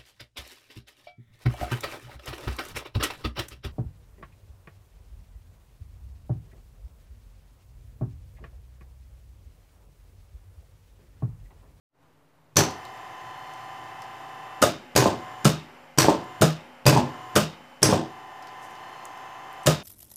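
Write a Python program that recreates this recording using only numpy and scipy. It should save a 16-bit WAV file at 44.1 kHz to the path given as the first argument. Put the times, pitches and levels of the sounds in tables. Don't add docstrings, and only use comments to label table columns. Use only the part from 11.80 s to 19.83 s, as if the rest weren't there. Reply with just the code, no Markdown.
import sys
import numpy as np
from scipy import signal
from scipy.fft import rfft, irfft
from scipy.io import wavfile
from scipy.ndimage import uniform_filter1d

SR = 44100
rng = np.random.default_rng(int(sys.argv[2]) if len(sys.argv) > 2 else 0)


def transcribe(u):
    v = np.clip(np.atleast_2d(u).T, -1, 1)
    q = np.round(v * 32767).astype(np.int16)
    wavfile.write(sys.argv[1], SR, q)


def undo_db(level):
    steps = np.asarray(level, float) / 20
    return 10 ** steps


N = 354078
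SHAFT_HZ = 29.85
BLOW_S = 0.6
UNDER_SLAM, UNDER_KNOCK, UNDER_JOLT = 2, 3, 4

# pitch_hz, density_db
ROOM_COLOUR = [(15, -51), (25, -15.5), (32, -19), (97, -7), (121, -13), (159, 2), (177, -22), (288, -4.5),
               (313, -12), (979, -12.5), (1320, -17.5), (14800, -47.5), (16500, -45)]
# pitch_hz, density_db
DRONE_COLOUR = [(60, -31.5), (85, 1), (120, 16), (170, -5.5), (230, -35)]
# start_s, level_db, pitch_hz
FINGER_TICKS = [(0.9074, -36, 5880), (1.051, -37.5, 4100), (1.736, -45, 6570), (2.2194, -38, 5200),
                (6.6238, -42, 5000), (6.6707, -40, 5000), (6.9521, -43, 4700), (7.253, -33.5, 7600),
                (7.3751, -46, 4950), (7.7284, -45, 10800), (7.8341, -43, 8010), (4.44, -49, 10000)]
# pitch_hz, density_db
FAN_COLOUR = [(1940, -37), (3300, -8.5), (4020, -3), (5140, -0.5), (6260, -6), (6730, -10.5), (7290, -1),
              (7690, -13), (8660, -7.5), (9810, -18), (10700, -9.5), (14900, -14), (16000, -21.5)]
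# start_s, end_s, pitch_hz, level_db
BEARING_WHISTLES = [
    (1.42, 1.9, 4260, -65.5),
    (6.98, 7.3, 4240, -66),
]
# at_speed_s, off_s, first_whine_db, settled_whine_db, settling_s
POWERED = [
    (.8, 2.82, -45, -45, 1.5),
    (3.27, 3.65, -44, -44.5, .37),
    (4.3, 4.615, -45.5, -45, .3),
    (5.17, 5.555, -44, -44.5, 0.33),
    (6.14, 7.865, -49.5, -45.5, 0.82),
]
SHAFT_ORDERS = [2, 10 / 3, 4, 5, 23, 25, 26, 28, 29, 30, 33, 34, 35]
LONG_ORDERS = [-76.5, -72.5, -63.5, -65.5, -55.5, -50, -47.5, -57, -54, -54.5, -68, -47, -54]
JOG_ORDERS = [-77, -64, -56, -62, -88, -47, -79, -58, -75, -54, -69, -48.5, -48.5]
# pitch_hz, level_db
LONG_TONES = [(1179, -57), (1690, -71.5), (1760, -57.5), (1793, -67.5), (1809, -57.5), (1938, -62),
              (1954, -64.5), (2024, -65.5), (2083, -58.5), (2175, -83), (2449, -73.5), (2611, -66),
              (2670, -63.5), (2794, -72), (2918, -65.5), (2977, -66), (3036, -59.5), (3095, -68),
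              (3585, -68)]
# pitch_hz, level_db
SLOT_TONES = [(6363, -70.5), (6390, -78.5), (7079, -75), (7165, -76.5), (10869, -83)]
# pitch_hz, level_db
JOG_TONES = [(1760, -58.5), (1793, -82), (2024, -63), (2078, -56.5), (2853, -65.5), (2977, -64),
             (3036, -61), (3585, -69), (6390, -73), (7079, -69), (7165, -79), (10901, -93)]
# pitch_hz, level_db
COAST_TONES = [(247.6, -58), (538.3, -62), (742.9, -62), (850.6, -60), (2080, -64.5), (3050, -67)]
# pitch_hz, density_db
FED_COLOUR = [(15, -42), (25, -40.5), (48, -34), (123, -23), (532, -10.5), (747, -4), (944, -8), (1030, -3),
              (1380, -9), (1750, -5), (2210, -12.5), (3040, -13), (4000, -27), (5200, -60), (8800, -120)]
# pitch_hz, density_db
COAST_COLOUR = [(15, -31.5), (25, -21.5), (48, -19.5), (188, -8), (248, -4), (468, -8.5), (543, -6.5),
                (716, -6.5), (867, -3), (1350, -10), (2970, -15), (4000, -35), (5200, -59.5), (8800, -120)]
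# pitch_hz, t60_s, slam_db, knock_db, jolt_db
BENCH_MODES = [(79, 0.37, -11, -8, -18), (105.6, 0.24, -39.5, -27, -5), (132, 0.22, 3, -7.5, -1.5),
               (157.5, 0.23, -1, 5, -6), (203, 0.17, -10, 0, -7), (249.4, 0.17, -14.5, -3, 1.5),
               (320.8, 0.19, -3.5, -7.5, -10.5), (352, 0.08, -10, -4, 0), (403.7, 0.084, -1.5, -8.5, -3.5),
               (440, 0.058, 1.5, -0.5, -1.5), (529, 0.076, -3.5, -3, -8), (581, 0.02, -5, 1, 2.5),
               (601.3, 0.063, 1.5, 1, -3), (681, 0.091, -9.5, -4, -1), (746.5, 0.11, -6.5, -60, -0.5),
               (839, .1, -3.5, -11, -2), (921.5, 0.032, -7, -20, 8), (1019, 0.12, -3.5, -11.5, -5),
               (1225, 0.098, -10, -3, -17.5), (1320, .04, -15, -23, -23), (1513, 0.034, -8.5, -26, -18)]
# pitch_hz, density_db
TOUCH_TONE = [(1500, -7), (3300, -6), (6000, -9), (15000, -26.5), (16500, -51.5)]
# pitch_hz, density_db
SLAM_TONE = [(410, -30), (700, -19), (1010, -5.5), (1370, -7.5), (1570, -6), (2070, -11.5), (2390, -10.5),
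             (3420, -15), (6040, -8.5), (9340, -13.5), (15000, -18), (15900, -31), (16500, -81)]
# pitch_hz, density_db
KNOCK_TONE = [(530, -29), (900, -8.5), (1130, -4.5), (1360, -4.5), (2190, -14), (2410, -8), (3650, -8),
              (4120, -11.5), (8550, -10), (9540, -22), (15200, -22.5), (15900, -27.5), (16500, -71.5)]
# start_s, crack_db, bench_bass_db, bench_mid_db
CORE_SLAMS = [
    (0.767, -2.5, -27, -22.5),
    (3.1609, -1.5, -24, -17.5),
    (4.1842, -1, -25.5, -19),
    (5.0639, -0.5, -18.5, -16.5),
    (6.0279, -4.5, -27.5, -19.5),
]
# start_s, crack_db, bench_bass_db, bench_mid_db, bracket_db
STOP_KNOCKS = [
    (2.825, -8, -24, -11, -18),
    (3.6531, -9, -18.5, -15, -21),
    (4.6202, -9, -20, -13.5, -21.5),
    (5.5618, -8, -21, -13, -20.5),
    (7.869, -8, -18, -14, -41),
]
# start_s, crack_db, bench_bass_db, bench_mid_db
MOTOR_JOLTS = [(.779, -16, -14.5, -14), (.797, -25, -19.5, -15), (3.223, -16, -30, -15),
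               (3.258, -16, -17, -9.5), (4.246, -15.5, -10, -12.5), (4.284, -16.5, -21, -8),
               (5.128, -18, -16, -13.5), (5.163, -18, -8.5, -8.5), (6.091, -14.5, -6, -13),
               (6.127, -16, -14, -9.5)]
# pitch_hz, level_db
CORE_TONES = [
    [(4380, -25.5), (5700, -21), (6000, -17), (6300, -19.5), (7500, -26)],
    [(4752, -25), (6670, -21)],
    [(4490, -23.5), (5770, -19), (8030, -21.5)],
    [(2547, -21.5), (4800, -21), (7900, -31)],
    [(4930, -21.5), (5530, -17.5), (6190, -19.5), (8200, -20.5), (10350, -21)],
]
# pitch_hz, over_crack_db, t60_s
SPRING_TONES = [(2440, -33, .2), (2910, -21, .3), (3704, -21.5, 0.4), (5080, -22.5, 0.28),
                (6720, -23, 0.23), (8590, -19, .13)]
# start_s, level_db
MIC_FADE = [(.08, -52), (.15, -12), (.23, -1.5)]


def unit(x):
    return x / np.sqrt(np.mean(x ** 2))


def colour(x, points):
    hz, db = np.transpose(points)
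    f = np.arange(len(x) // 2 + 1) * SR / len(x) + 1
    gain = undo_db(np.interp(np.log(f), np.log(hz), db))
    return irfft(rfft(x) * gain, len(x))


def walk(rate_hz):
    k = int(SR / rate_hz)
    held = np.repeat(rng.standard_normal(N // k + 1), k)
    return 1.296 * uniform_filter1d(uniform_filter1d(held, k), k)[:N]


def fall(t, t60):
    return np.exp(-np.log(1000) * t / t60)


def gate(on_s, off_s, slew_s):
    t = np.arange(N) / SR
    return uniform_filter1d(1. * (t > on_s) * (t < off_s), int(slew_s * SR))


def add(out, s, x):
    i = int(s * SR)
    out[i:i + len(x)] += x[:N - i]


def crack(db, points, rise_s, burst_s, tail_db, echo_s=0.0054, t60=0.31, top_t60=0.19):
    t = np.arange(int(BLOW_S * SR)) / SR
    noise = rng.standard_normal((3, len(t)))
    burst = unit(colour(noise[0], points))
    burst = burst * (1 - np.exp(-(t / rise_s) ** 2)) * np.exp(-(t / burst_s) ** 2)
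    wall = unit(colour(noise[1], points))
    dull = colour(wall, [(5000, 4.5), (11000, -22.0)])
    patchy = undo_db(2.6 * unit(uniform_filter1d(noise[2], int(.003 * SR))))
    build = 1 - np.exp(-(t / echo_s) ** 2)
    tail = patchy * build * (dull * fall(t, t60) + (wall - dull) * fall(t, top_t60))
    return undo_db(db) * (burst + undo_db(tail_db) * tail)


def bench(column, bass_db, mid_db, push_s, rattle_s, rattle_db):
    t = np.arange(int(BLOW_S * SR)) / SR
    push = t * np.exp(-t / push_s)
    push = push / push.sum()
    grains = rng.standard_normal(len(t)) * (rng.random(len(t)) < 1800 / SR)
    rattle = signal.fftconvolve(grains * np.exp(-t / rattle_s), push)[:len(t)]
    force = undo_db(rattle_db) * rattle - push
    modes = 0
    for row, (level_luck, pitch_luck) in zip(BENCH_MODES, rng.standard_normal((len(BENCH_MODES), 2))):
        hz, t60 = row[:2]
        db = row[column] + (bass_db if hz < 280 else mid_db) + 1.35 * level_luck
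        modes = modes + undo_db(db) * fall(t, t60) * np.sin(2 * np.pi * hz * (1 + .012 * pitch_luck) * t)
    return signal.fftconvolve(force, modes)[:len(t)]


def ring(hz, db, t60):
    t = np.arange(int(BLOW_S * SR)) / SR
    noise = uniform_filter1d(rng.standard_normal((2, len(t))), int(t60 ** 2 / 40 * SR) + 40, axis=1)
    shake = unit(noise[0]) + 1j * unit(noise[1])
    strike = (.35 + 4.7 * np.exp(-(t / 0.0031) ** 2)) * (1 - np.exp(-t / 0.00094))
    return undo_db(db) * fall(t, t60) * np.imag((strike + 0.68 * shake) * np.exp(2j * np.pi * hz * t))


def room():
    return unit(colour(rng.standard_normal(N), ROOM_COLOUR)) * undo_db(-59.5 + 1.1 * walk(3.8))


def drone():
    hum = unit(colour(rng.standard_normal(N), DRONE_COLOUR))
    return gate(0.73, 2.3, .3) * undo_db(-57.5) * hum


def rustle():
    t = np.arange(N) / SR
    cloth = unit(colour(rng.standard_normal(N), [(2500, -23), (6000, 2), (14000, -9), (16000, -30)]))
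    return undo_db(-60 + 3.5 * walk(70)) * np.exp(-((t - 6.87) / .06) ** 2) * cloth


def fingers():
    out = np.zeros(N)
    for s, db, hz in FINGER_TICKS:
        tone = [(hz / 2, -22), (hz / 1.2, -4), (hz, 0), (hz * 1.3, -7), (hz * 2.5, -16)]
        add(out, s, crack(db - 4, tone, 0.00014, 0.0036, -9.5, t60=0.14, top_t60=0.06))
    return out


def effort():
    t = np.arange(N) / SR
    coast_db, sag_db_per_s = -47, 16
    db = np.full(N, 1. * POWERED[0][2])
    for on, off, first_db, last_db, settle_s in POWERED:
        db = np.where(t > on, np.interp(t, [on, on + settle_s], [first_db, last_db]), db)
        db = np.where(t > off, coast_db - sag_db_per_s * (t - off), db)
    return db


def fan():
    t = np.arange(N) / SR
    hiss = unit(colour(rng.standard_normal(N), FAN_COLOUR))
    return hiss * (t > POWERED[0][0]) * undo_db(0.88 * effort() - 19.0 + .6 * walk(4.8))


def whine(lines, wobble_db, drift):
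    out = 0
    for hz, db in lines:
        phase = 2 * np.pi * (hz * np.cumsum(1 + drift * walk(12)) / SR + rng.random())
        level_db = db + wobble_db * (walk(2.886) + 0.52 * walk(14))
        out = out + undo_db(level_db) * np.sqrt(2) * np.sin(phase)
    return out


def whistle():
    out = 0
    for on, off, hz, db in BEARING_WHISTLES:
        out = out + gate(on, off, .08) * whine([(hz, db)], 1.6, .0012)
    return out


def shudder():
    out, t = np.zeros(N), np.arange(SR) / SR
    for on, off, *_ in POWERED:
        for s in on, off:
            add(out, s, (undo_db(-39) * fall(t, 1)) ** 2)
    return out


def whir(points, rumble_db, body_db, upper_db, repeat=0., flicker_db=0.6):
    turn = np.resize(rng.standard_normal(round(SR / SHAFT_HZ)), N)
    noise = colour(rng.standard_normal(N) + repeat * turn, points)
    low = colour(noise, [(400, 1), (560, -44.5)])
    high = colour(noise, [(1150, -45.5), (1500, -1.5)])
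    parts = (low, rumble_db), (noise - low - high, body_db), (high, upper_db)
    return sum(unit(x) * undo_db(db + flicker_db * walk(14)) for x, db in parts)


def motor():
    t, db, shake = np.arange(N) / SR, effort(), shudder()
    fed_rumble_db = 10 * np.log10(undo_db(db - 9.5) ** 2 + shake)
    coast_rumble_db = 10 * np.log10(undo_db(db - 10.5) ** 2 + shake)
    spells = [gate(on, off, 0.01) for on, off, *_ in POWERED]
    long = spells[0] + spells[4]
    jog = spells[1] + spells[2] + spells[3]
    order_hz = SHAFT_HZ * np.array(SHAFT_ORDERS)
    steady = whine([*zip(order_hz, LONG_ORDERS), *LONG_TONES, *SLOT_TONES], 1.56, .0014)
    brief = whine([*zip(order_hz, JOG_ORDERS), *JOG_TONES], 1.1, 0.0035)
    fed = undo_db(db + 45.5) * (long * steady + jog * brief)
    fed = fed + (long + jog) * whir(FED_COLOUR, fed_rumble_db, db, db - 7, 0.59)
    coast = undo_db(0.4 * (db + 53.5)) * whine(COAST_TONES, 1.1, 0.0049)
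    coast = coast + whir(COAST_COLOUR, coast_rumble_db, db + 1.0, db - 3)
    return fed + (1 - long - jog) * (t > POWERED[0][0]) * coast


def steel():
    out = np.zeros(N)
    for (s, *_), rings in zip(CORE_SLAMS, CORE_TONES):
        for hz, db in rings:
            add(out, s + .0018, ring(hz, db, 0.3 * (hz / 5000) ** -.35))
    luck = rng.standard_normal((len(STOP_KNOCKS), len(SPRING_TONES)))
    for (s, crack_db, *_, bracket_db), chances in zip(STOP_KNOCKS, luck):
        add(out, s, ring(1338, bracket_db, 0.236))
        for (hz, db, t60), chance in zip(SPRING_TONES, chances):
            add(out, s, ring(hz, crack_db + db - 1.2 * chance, t60))
    return out


def jolts(out):
    for s, db, bass_db, mid_db in MOTOR_JOLTS:
        add(out, s, bench(UNDER_JOLT, bass_db - 12.5, mid_db - 8.5, 0.00014, 0.046, -13.0))
        add(out, s, crack(db - 10.5, KNOCK_TONE, 0.00039, 0.0008, -2.4))


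def drop_outs(out):
    for s, db, bass_db, mid_db, _ in STOP_KNOCKS:
        add(out, s - .011, bench(UNDER_KNOCK, bass_db - 19, mid_db - 27, 0.00069, 0.0017, 10))
        add(out, s - .011, crack(db - 22, SLAM_TONE, 0.0038, 0.011, -19.0))
        add(out, s - .0065, crack(db - 11.0, SLAM_TONE, 0.00007, 0.0067, 0.5, t60=0.24))
        add(out, s, bench(UNDER_KNOCK, bass_db - 4, mid_db - 6.0, .0001, 0.035, -7.5))
        add(out, s, crack(db - 5.5, KNOCK_TONE, 0.000044, 0.0018, -9.0))


def pull_ins(out):
    for s, db, bass_db, mid_db in CORE_SLAMS:
        add(out, s - .0085, bench(UNDER_SLAM, bass_db + 2, mid_db - 14.5, 0.00036, .005, -17.5))
        add(out, s - .0085, crack(db - 19.5, TOUCH_TONE, 0.00024, 0.0012, -2.0))
        add(out, s - .003, crack(db - 21.5, SLAM_TONE, 0.0022, 0.0094, -36.5))
        add(out, s, bench(UNDER_SLAM, bass_db, mid_db - 5.0, 0.00014, 0.054, -5.5))
        add(out, s, crack(db - 6.5, SLAM_TONE, 0.0015, 0.0046, -7.5, 0.011))


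def contactors():
    out = np.zeros(N)
    jolts(out)
    drop_outs(out)
    pull_ins(out)
    return signal.sosfilt(signal.butter(3, 111, "high", fs=SR, output="sos"), out)


def scene():
    background = room() + drone() + rustle() + fingers()
    machine = fan() + whistle() + motor()
    return (background + machine + steel() + contactors())[None]


def top_cut(x):
    return signal.sosfilt(signal.butter(12, 16790, fs=SR, output="sos"), x)


def record(dry):
    fade = undo_db(np.interp(np.arange(N) / SR, *np.transpose(MIC_FADE)))
    heard = np.tanh(0.38 * dry) / 0.42 + undo_db(-75.5) * rng.standard_normal(dry.shape)
    heard = signal.sosfilt(signal.ellip(10, .2, 35, 15550, fs=SR, output="sos"), heard)
    mix = (heard - .0006) * fade
    return top_cut(mix)


dry = scene()
out = record(dry)
transcribe(out)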